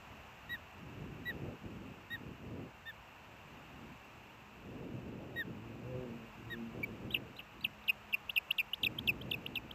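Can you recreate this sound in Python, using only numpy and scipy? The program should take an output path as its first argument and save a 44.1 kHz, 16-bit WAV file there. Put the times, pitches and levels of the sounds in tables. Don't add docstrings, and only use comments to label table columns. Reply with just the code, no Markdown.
import sys
import numpy as np
from scipy import signal
from scipy.fft import rfft, irfft
from scipy.io import wavfile
from scipy.ndimage import uniform_filter1d

SR = 44100
rng = np.random.default_rng(int(sys.argv[2]) if len(sys.argv) > 2 else 0)


def field_ratio(decibels):
    return 10 ** (np.asarray(decibels, dtype=float) / 20)


def wrap_up_sound(samples):
    columns = np.atleast_2d(samples).T
    tamed = np.clip(columns, -1, 1)
    steps = np.round(tamed * 32767).astype(np.int16)
    wavfile.write(sys.argv[1], SR, steps)


N = 429534

# start in seconds, length in seconds, first pitch in Hz, last pitch in Hz, level in dB.
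CHIRPS = [
    (0.491, 0.074, 1854, 1817, -40),
    (1.2534, 0.066, 1894, 1820, -38.5),
    (2.101, 0.067, 1806, 1806, -41),
    (2.855, 0.062, 1744, 1710, -45.5),
    (5.358, 0.075, 1865, 1703, -37.5),
    (6.498, 0.056, 1863, 1723, -43),
]
# start in seconds, climb in seconds, first pitch in Hz, top pitch in Hz,
# plunge level in dB.
ARCHES = [
    (7.105, .036, 2920, 3925, -27.5),
    (7.363, 0.023, 3500, 4140, -43.5),
    (7.607, 0.033, 3670, 4700, -28.5),
]
# start in seconds, length in seconds, first pitch in Hz, middle pitch in Hz,
# effort in dB.
FLICKS = [ (7.838, 0.01, 3530, 4100, -34), (8.291, 0.03, 2570, 3600, -29.5),
          (8.504, 0.026, 2600, 3380, -25), (8.732, 0.025, 2810, 3720, -26.5),
          (8.983, 0.018, 3090, 3480, -24.5), (9.212, 0.018, 3060, 3520, -32),
          (9.459, 0.017, 2500, 3370, -30), (9.708, 0.012, 2980, 3290, -31)]
# start in seconds, length in seconds, first pitch in Hz,
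# middle pitch in Hz, effort in dB.
SWOOPS = [ (8.5795, .015, 4900, 2980, -32), (8.827, .0195, 5400, 3100, -28),
          (9.070, .0175, 5300, 3120, -31), (9.305, .020, 5700, 3400, -31), (9.552, .014, 4600, 3200, -34)]
# seconds, seconds, Hz, Hz, dB.
DIPS = [(7.8745, .017, 4700, 3100, -34), (8.126, .015, 3500, 2760, -35), (8.3575, .0165, 4500, 2850, -31)]
# loudest moment in seconds, length in seconds,
# first pitch in Hz, last pitch in Hz, level in dB.
PIP = [(6.840, 0.019, 2326, 2280, -28.5)]
# seconds, seconds, Hz, Hz, dB.
PEEPS = [ (8.8685, 0.02, 2760, 2180, -26.5), (9.0950, 0.03, 2740, 2260, -26),
         (9.3440, 0.024, 2720, 2260, -37), (9.5745, 0.025, 2800, 2220, -36)]
# seconds, seconds, Hz, Hz, dB.
CRACKS = [ (8.8465, .006, 3500, 3400, -27), (8.8505, 0.011, 3870, 3550, -22),
          (8.861, .005, 3400, 3270, -29), (9.335, 0.013, 3620, 3500, -33.5),
          (9.567, 0.0073, 3800, 3650, -43), (7.8915, .004, 3650, 3700, -42), (8.371, .005, 3500, 3450, -42),
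          (8.5945, .004, 3500, 3500, -43)]
# seconds, seconds, Hz, Hz, dB.
WARBLES = [ (7.8990, .031, 2560, 2500, -22), (8.1438, .024, 2540, 2420, -21.5),
           (8.3787, .030, 2540, 2500, -23), (8.6022, .038, 2600, 2220, -24.5)]
# seconds, seconds, Hz, Hz, dB.
TRILLS = [(7.1570, 0.032, 2640, 2560, -34), (7.4055, 0.021, 2620, 2560, -48),
          (7.6610, 0.015, 2600, 2520, -45)]

# pitch in Hz, gain in dB.
BEAK_RISING = [(2500, -13), (2800, 0.5), (3200, -11.5), (3600, -15.5), (4300, -36), (7000, -44)]
# pitch in Hz, gain in dB.
BEAK_FALLING = [(2500, -2), (2800, 0), (3450, -2), (3800, -9), (4100, -23), (4800, -30), (5700, -42)]
# pitch in Hz, gain in dB.
BEAK_HALF_SHUT = [(2500, -2), (2850, 1), (3100, -2), (3450, -12), (3800, -17), (4300, -28), (4800, -32)]
# pitch in Hz, gain in dB.
BEAK_CLIMB = [(3000, -33), (3500, -45), (3950, -47), (4400, -62.5), (4900, -56)]
# pitch in Hz, gain in dB.
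BEAK_PLUNGE = [(2450, -8), (2600, -2), (2800, 4), (3100, -7), (3600, -14), (4300, -26)]
# pitch in Hz, level in dB.
GLIDE_OCTAVE = [(2700, -47), (3300, -35), (3900, -24)]
# pitch in Hz, level in dB.
ARCH_OCTAVE = [(3300, -51), (3950, -16)]

# start in seconds, length in seconds, first level in dB,
# last level in dB, whoosh above the buffet in dB.
GUSTS = [ (0.062, 0.11, -63, -57, -11), (.47, 0.15, -57, -66, -17), (0.767, 0.48, -53.5, -46.5, -12.5),
         (1.271, 0.26, -52, -45, -5.5), (1.637, 0.39, -46, -55, -10), (2.121, 0.21, -52.5, -47.5, -10.5),
         (2.405, 0.26, -48.5, -45.5, -6), (2.995, 0.69, -75, -55, -9), (3.719, 0.24, -55, -56, -14),
         (4.04, 0.45, -61, -75, -6), (4.466, 0.31, -71.5, -43.5, -6.5), (4.828, 0.62, -44.5, -52, -6),
         (5.467, 0.2, -42.5, -60, -9), (5.637, 0.287, -51, -43, -3), (5.934, 0.365, -43, -52.5, -4.5),
         (6.357, 0.44, -53.5, -51, -32), (6.736, .27, -47, -45.5, -6.5), (7.021, 0.39, -45, -62.5, -5.5),
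         (7.54, .15, -57.5, -56.5, -22), (8.821, 0.24, -46, -48, -10), (9.057, 0.73, -46, -55.5, -8.5)]
# frequency in Hz, gain in dB.
BUFFET = [(22, -24.5), (48, -6), (76, -4), (119, 1), (178, -1.5), (240, -1), (330, -5), (450, -19)]
# frequency in Hz, gain in dB.
WHOOSH = [(250, -11), (340, 1), (480, 1), (650, -7), (900, -17)]
# time in seconds, shedding rate in Hz, level above the gust in dB.
EDDIES = [(5.4, 112, -15), (5.6, 107, -7.5), (5.75, 109.4, -18), (5.92, 132.9, -10.5), (6.081, 121.5, -6.5),
          (6.36, 111.3, -10), (6.6, 116, -8), (6.82, 118.1, -14.5), (7.2, 105, -18)]
# multiple of the shedding rate, level in dB.
EDDY_HARMONICS = [(1, 3.5), (2, 7.5), (3, 2.5), (4, -3), (5, -16.5)]
# frequency
# in Hz, gain in dB.
TOWN_HISS = [(18, -37), (30, -5.5), (63, 3.5), (161, 0), (199, -5), (258, -8), (532, -5), (889, -1),
             (2110, -9), (2730, -2.5), (3220, -15.5), (3880, -20), (4900, -23.5), (7460, -25),
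             (8000, -25.5), (10400, -57), (17600, -120)]

# frequency in Hz, gain in dB.
MIRROR = [(8000, -9.5), (9500, -13), (11000, -15), (12300, -18), (13300, -18.5), (14100, -23),
          (15000, -27.5), (15450, -35)]
SAMPLING_HZ = 16000
# frequency in Hz, gain in dB.
MIC_RANGE = [(10, -30), (45, 0), (SAMPLING_HZ / 2, 0)]


def osprey():
    flick_end_hz, swoop_end_hz = 6500, 2570
    glides = sweeps(FLICKS, flick_end_hz, BEAK_RISING, rise_s=.006, fall_s=.004, octave_db=24)
    glides += sweeps(SWOOPS, swoop_end_hz, BEAK_FALLING, rise_s=.002, fall_s=.0045, octave_db=35)
    glides += sweeps(DIPS, swoop_end_hz, BEAK_HALF_SHUT, rise_s=.002, fall_s=.0035, octave_db=26)

    plain = peeps(PIP, rise=.5, fall=.5, warble=0, throb_db=0, overtones_db=-38)
    plain += peeps(PEEPS, rise=.8, fall=2.0, warble=.01, throb_db=1, overtones_db=-28)
    plain += peeps(CRACKS, rise=1.0, fall=2.2, warble=.02, throb_db=0, overtones_db=-48)
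    warbled = peeps(WARBLES, rise=2.6, fall=4.0, warble=.05, throb_db=9.5, overtones_db=-33)
    warbled *= field_ratio(.8 * walk(260))
    trilled = peeps(TRILLS, rise=.4, fall=1.7, warble=.1, throb_db=32, overtones_db=-54)
    trilled *= field_ratio(3 * walk(220))

    strain = field_ratio(1.6 * walk(500))
    return chirps() + arches() + strain * (glides + trilled + windpipe(plain + warbled))


def chirps():
    arch_hz, drop_hz = 92, 210
    attack_s, crest = 0.0044, 0.68
    swell_db, release_db = 10, 17
    octave_db, octave_ceiling_db = -7, -48.5
    out = np.zeros(N)
    for start, length, first, last, db in CHIRPS:
        u = np.linspace(0, 1, int(length * SR))
        hz = first + (last - first) * u + arch_hz * 4 * u * (1 - u) - drop_hz * u ** 7
        off_crest = (u - crest) / np.where(u < crest, crest, 1 - crest)
        level_db = db - np.where(off_crest < 0, swell_db, release_db) * off_crest ** 2
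        gate = np.clip(np.minimum(u, 3 * (1 - u)) * length / attack_s, 0, 1)
        octave = min(octave_db, octave_ceiling_db - db) - 14 * u ** 5
        add_whistle(out, start, hz, field_ratio(level_db) * gate, [octave, octave - 29, octave - 26.5])
    return out


def arches():
    crest, climb_effort = .68, 0.19
    plunge_s, aim_hz, stop_hz = 0.0072, 2220, 2377
    out = np.zeros(N)
    for start, climb_s, first, top, db in ARCHES:
        u = np.linspace(0, 1, int(climb_s * SR))
        climb = first + (top - first) * np.sin(np.pi / 2 * u / crest)
        height = climb[-1] - aim_hz
        t = np.arange(0, plunge_s * np.log(height / (stop_hz - aim_hz)), 1 / SR)
        plunge = aim_hz + height * np.exp(-t / plunge_s)
        hz = uniform_filter1d(np.r_[climb, plunge], size=130, mode="nearest")
        plunging = uniform_filter1d(np.r_[0 * u, 1 + 0 * t], size=260, mode="nearest")
        climb_gain = field_ratio(climb_effort * db + read(BEAK_CLIMB, hz))
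        plunge_gain = field_ratio(db + read(BEAK_PLUNGE, hz))
        gain = (1 - plunging) * climb_gain + plunging * plunge_gain
        add_whistle(out, start, hz, gain * signal.windows.tukey(len(hz), .16), [read(ARCH_OCTAVE, hz)])
    return out


def sweeps(table, last, beak, rise_s, fall_s, octave_db):
    out = np.zeros(N)
    for start, length, first, middle, db in table:
        u = np.linspace(0, 1, int(length * SR))
        low, high = min(first, last), max(first, last)
        bend = -np.log2((middle - low) / (high - low))
        hz = low + (high - low) * (u if last > first else 1 - u) ** bend
        ramp = np.minimum(u * length / rise_s, (1 - u) * length / fall_s)
        gate = np.sin(np.pi / 2 * np.clip(ramp, 0, 1)) ** 2
        gain = field_ratio(db + read(beak, hz)) * gate
        add_whistle(out, start, hz, gain, [octave_db + db + read(GLIDE_OCTAVE, hz)])
    return out


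WARBLE_HZ, LEAK_DB = 243, -13


def peeps(table, rise, fall, warble, throb_db, overtones_db):
    lead = .5
    out = np.zeros(N)
    for loudest, length, first, last, db in table:
        u = np.linspace(0, 1, int(length * SR))
        top = rise / (rise + fall)
        swell = (u / top) ** rise * ((1 - u) / (1 - top)) ** fall
        turn = 2 * np.pi * WARBLE_HZ * (u - top) * length
        swing = warble * (.4 + .6 * swell) * np.cos(turn + lead)
        hz = (first + (last - first) * u) * (1 + swing)
        choke_db = -throb_db * ((1 - np.cos(turn)) / 2) ** 2
        bright_db = overtones_db - LEAK_DB - 10 * (1 - swell) - choke_db
        gain = field_ratio(db + choke_db) * swell
        add_whistle(out, loudest - top * length, hz, gain, [bright_db, bright_db - 4])
    return out


def windpipe(x):
    centre_hz, width_hz = 2720, 320
    b, a = signal.iirpeak(centre_hz, centre_hz / width_hz, fs=SR)
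    return signal.lfilter(b, a, x) + field_ratio(LEAK_DB) * x


def add_whistle(out, start, hz, gain, overtones_db):
    phase = 2 * np.pi * np.cumsum(hz) / SR
    tone = np.sin(phase)
    for k, db in enumerate(overtones_db):
        tone = tone + field_ratio(db) * np.sin((k + 2) * phase)
    i = int(start * SR)
    out[i:i + len(hz)] += (np.sqrt(2) * gain * tone)[:N - i]


def wind():
    attack_s, release_s, calm_db = 0.062, 0.11, -72.5
    t = np.arange(N) / SR
    buffet, whoosh = np.full(N, field_ratio(calm_db)), np.zeros(N)
    for start, length, first_db, last_db, whoosh_db in GUSTS:
        u = (t - start) / length
        edge = np.clip(np.minimum(u / attack_s, (1 - u) / release_s) * length + .5, 0, 1)
        gust = edge * field_ratio(first_db + (last_db - first_db) * np.clip(u, 0, 1))
        buffet += gust
        whoosh += gust * field_ratio(whoosh_db)
    flutter = field_ratio(1.34 * walk(12) + 0.46 * walk(25))
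    rumble = noise(BUFFET) * buffet * field_ratio(0.19 * walk(41))
    rush = noise(WHOOSH) * whoosh * field_ratio(1.9 * walk(15))
    seconds, _, eddy_db = np.transpose(EDDIES)
    humming = np.clip(np.minimum(t - seconds[0], seconds[-1] - t) / 0.21, 0, 1)
    hum = humming * buffet * field_ratio(np.interp(t, seconds, eddy_db)) * mount_eddies(t)
    return flutter * (rumble + rush) * field_ratio(-4 * humming) + hum


def mount_eddies(t):
    bright = 0.19
    seconds, shedding, _ = np.transpose(EDDIES)
    hz = np.interp(t, seconds, shedding)
    phase = 2 * np.pi * np.cumsum(hz * (1 + .015 * walk(9) + .02 * walk(30))) / SR
    out = np.zeros(N)
    for k, db in EDDY_HARMONICS:
        level_db = db + bright * (k - 2) * (hz - 118) + 3.5 * walk(12)
        out += field_ratio(level_db) * np.sin(k * phase)
    return out


def town():
    hum_hz, hum_db, swell_db = 210, -70, 6.5
    passes_s, lasts_s = 7.9, .45
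    t = np.arange(N) / SR
    swell = swell_db * np.exp(-((t - passes_s) / lasts_s) ** 4)
    hum = field_ratio(hum_db + swell + 1.8 * walk(3.82)) * np.sin(2 * np.pi * hum_hz * t + 0.43 * walk(3.1))
    return noise(TOWN_HISS) * field_ratio(-56.5 + .5 * walk(1.67)) + hum


def read(table, hz):
    f, db = np.transpose(table)
    return np.interp(np.log(np.maximum(hz, 1)), np.log(f), db)


def colour(x, table):
    hz = np.arange(N // 2 + 1) * SR / N
    inside = (hz > table[0][0]) & (hz < table[-1][0])
    return irfft(rfft(x) * field_ratio(read(table, hz)) * inside, N)


def noise(table):
    x = colour(rng.standard_normal(N), table)
    return x / np.std(x)


def walk(rate):
    k = int(SR / rate)
    steps = np.repeat(rng.standard_normal(N // k + 1), k)
    return 1.5 * uniform_filter1d(uniform_filter1d(steps, k), k)[:N]


def scene():
    return (osprey() + wind() + town())[None]


def low_pass(x):
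    return signal.sosfilt(signal.butter(12, 15330, fs=SR, output="sos"), x)


def record(dry):
    kept = colour(dry[0], MIC_RANGE)
    carrier = np.cos(2 * np.pi * SAMPLING_HZ * np.arange(N) / SR)
    mirror = colour(2 * kept * carrier, MIRROR)
    return low_pass((kept + mirror)[None])


dry = scene()
out = record(dry)
wrap_up_sound(out)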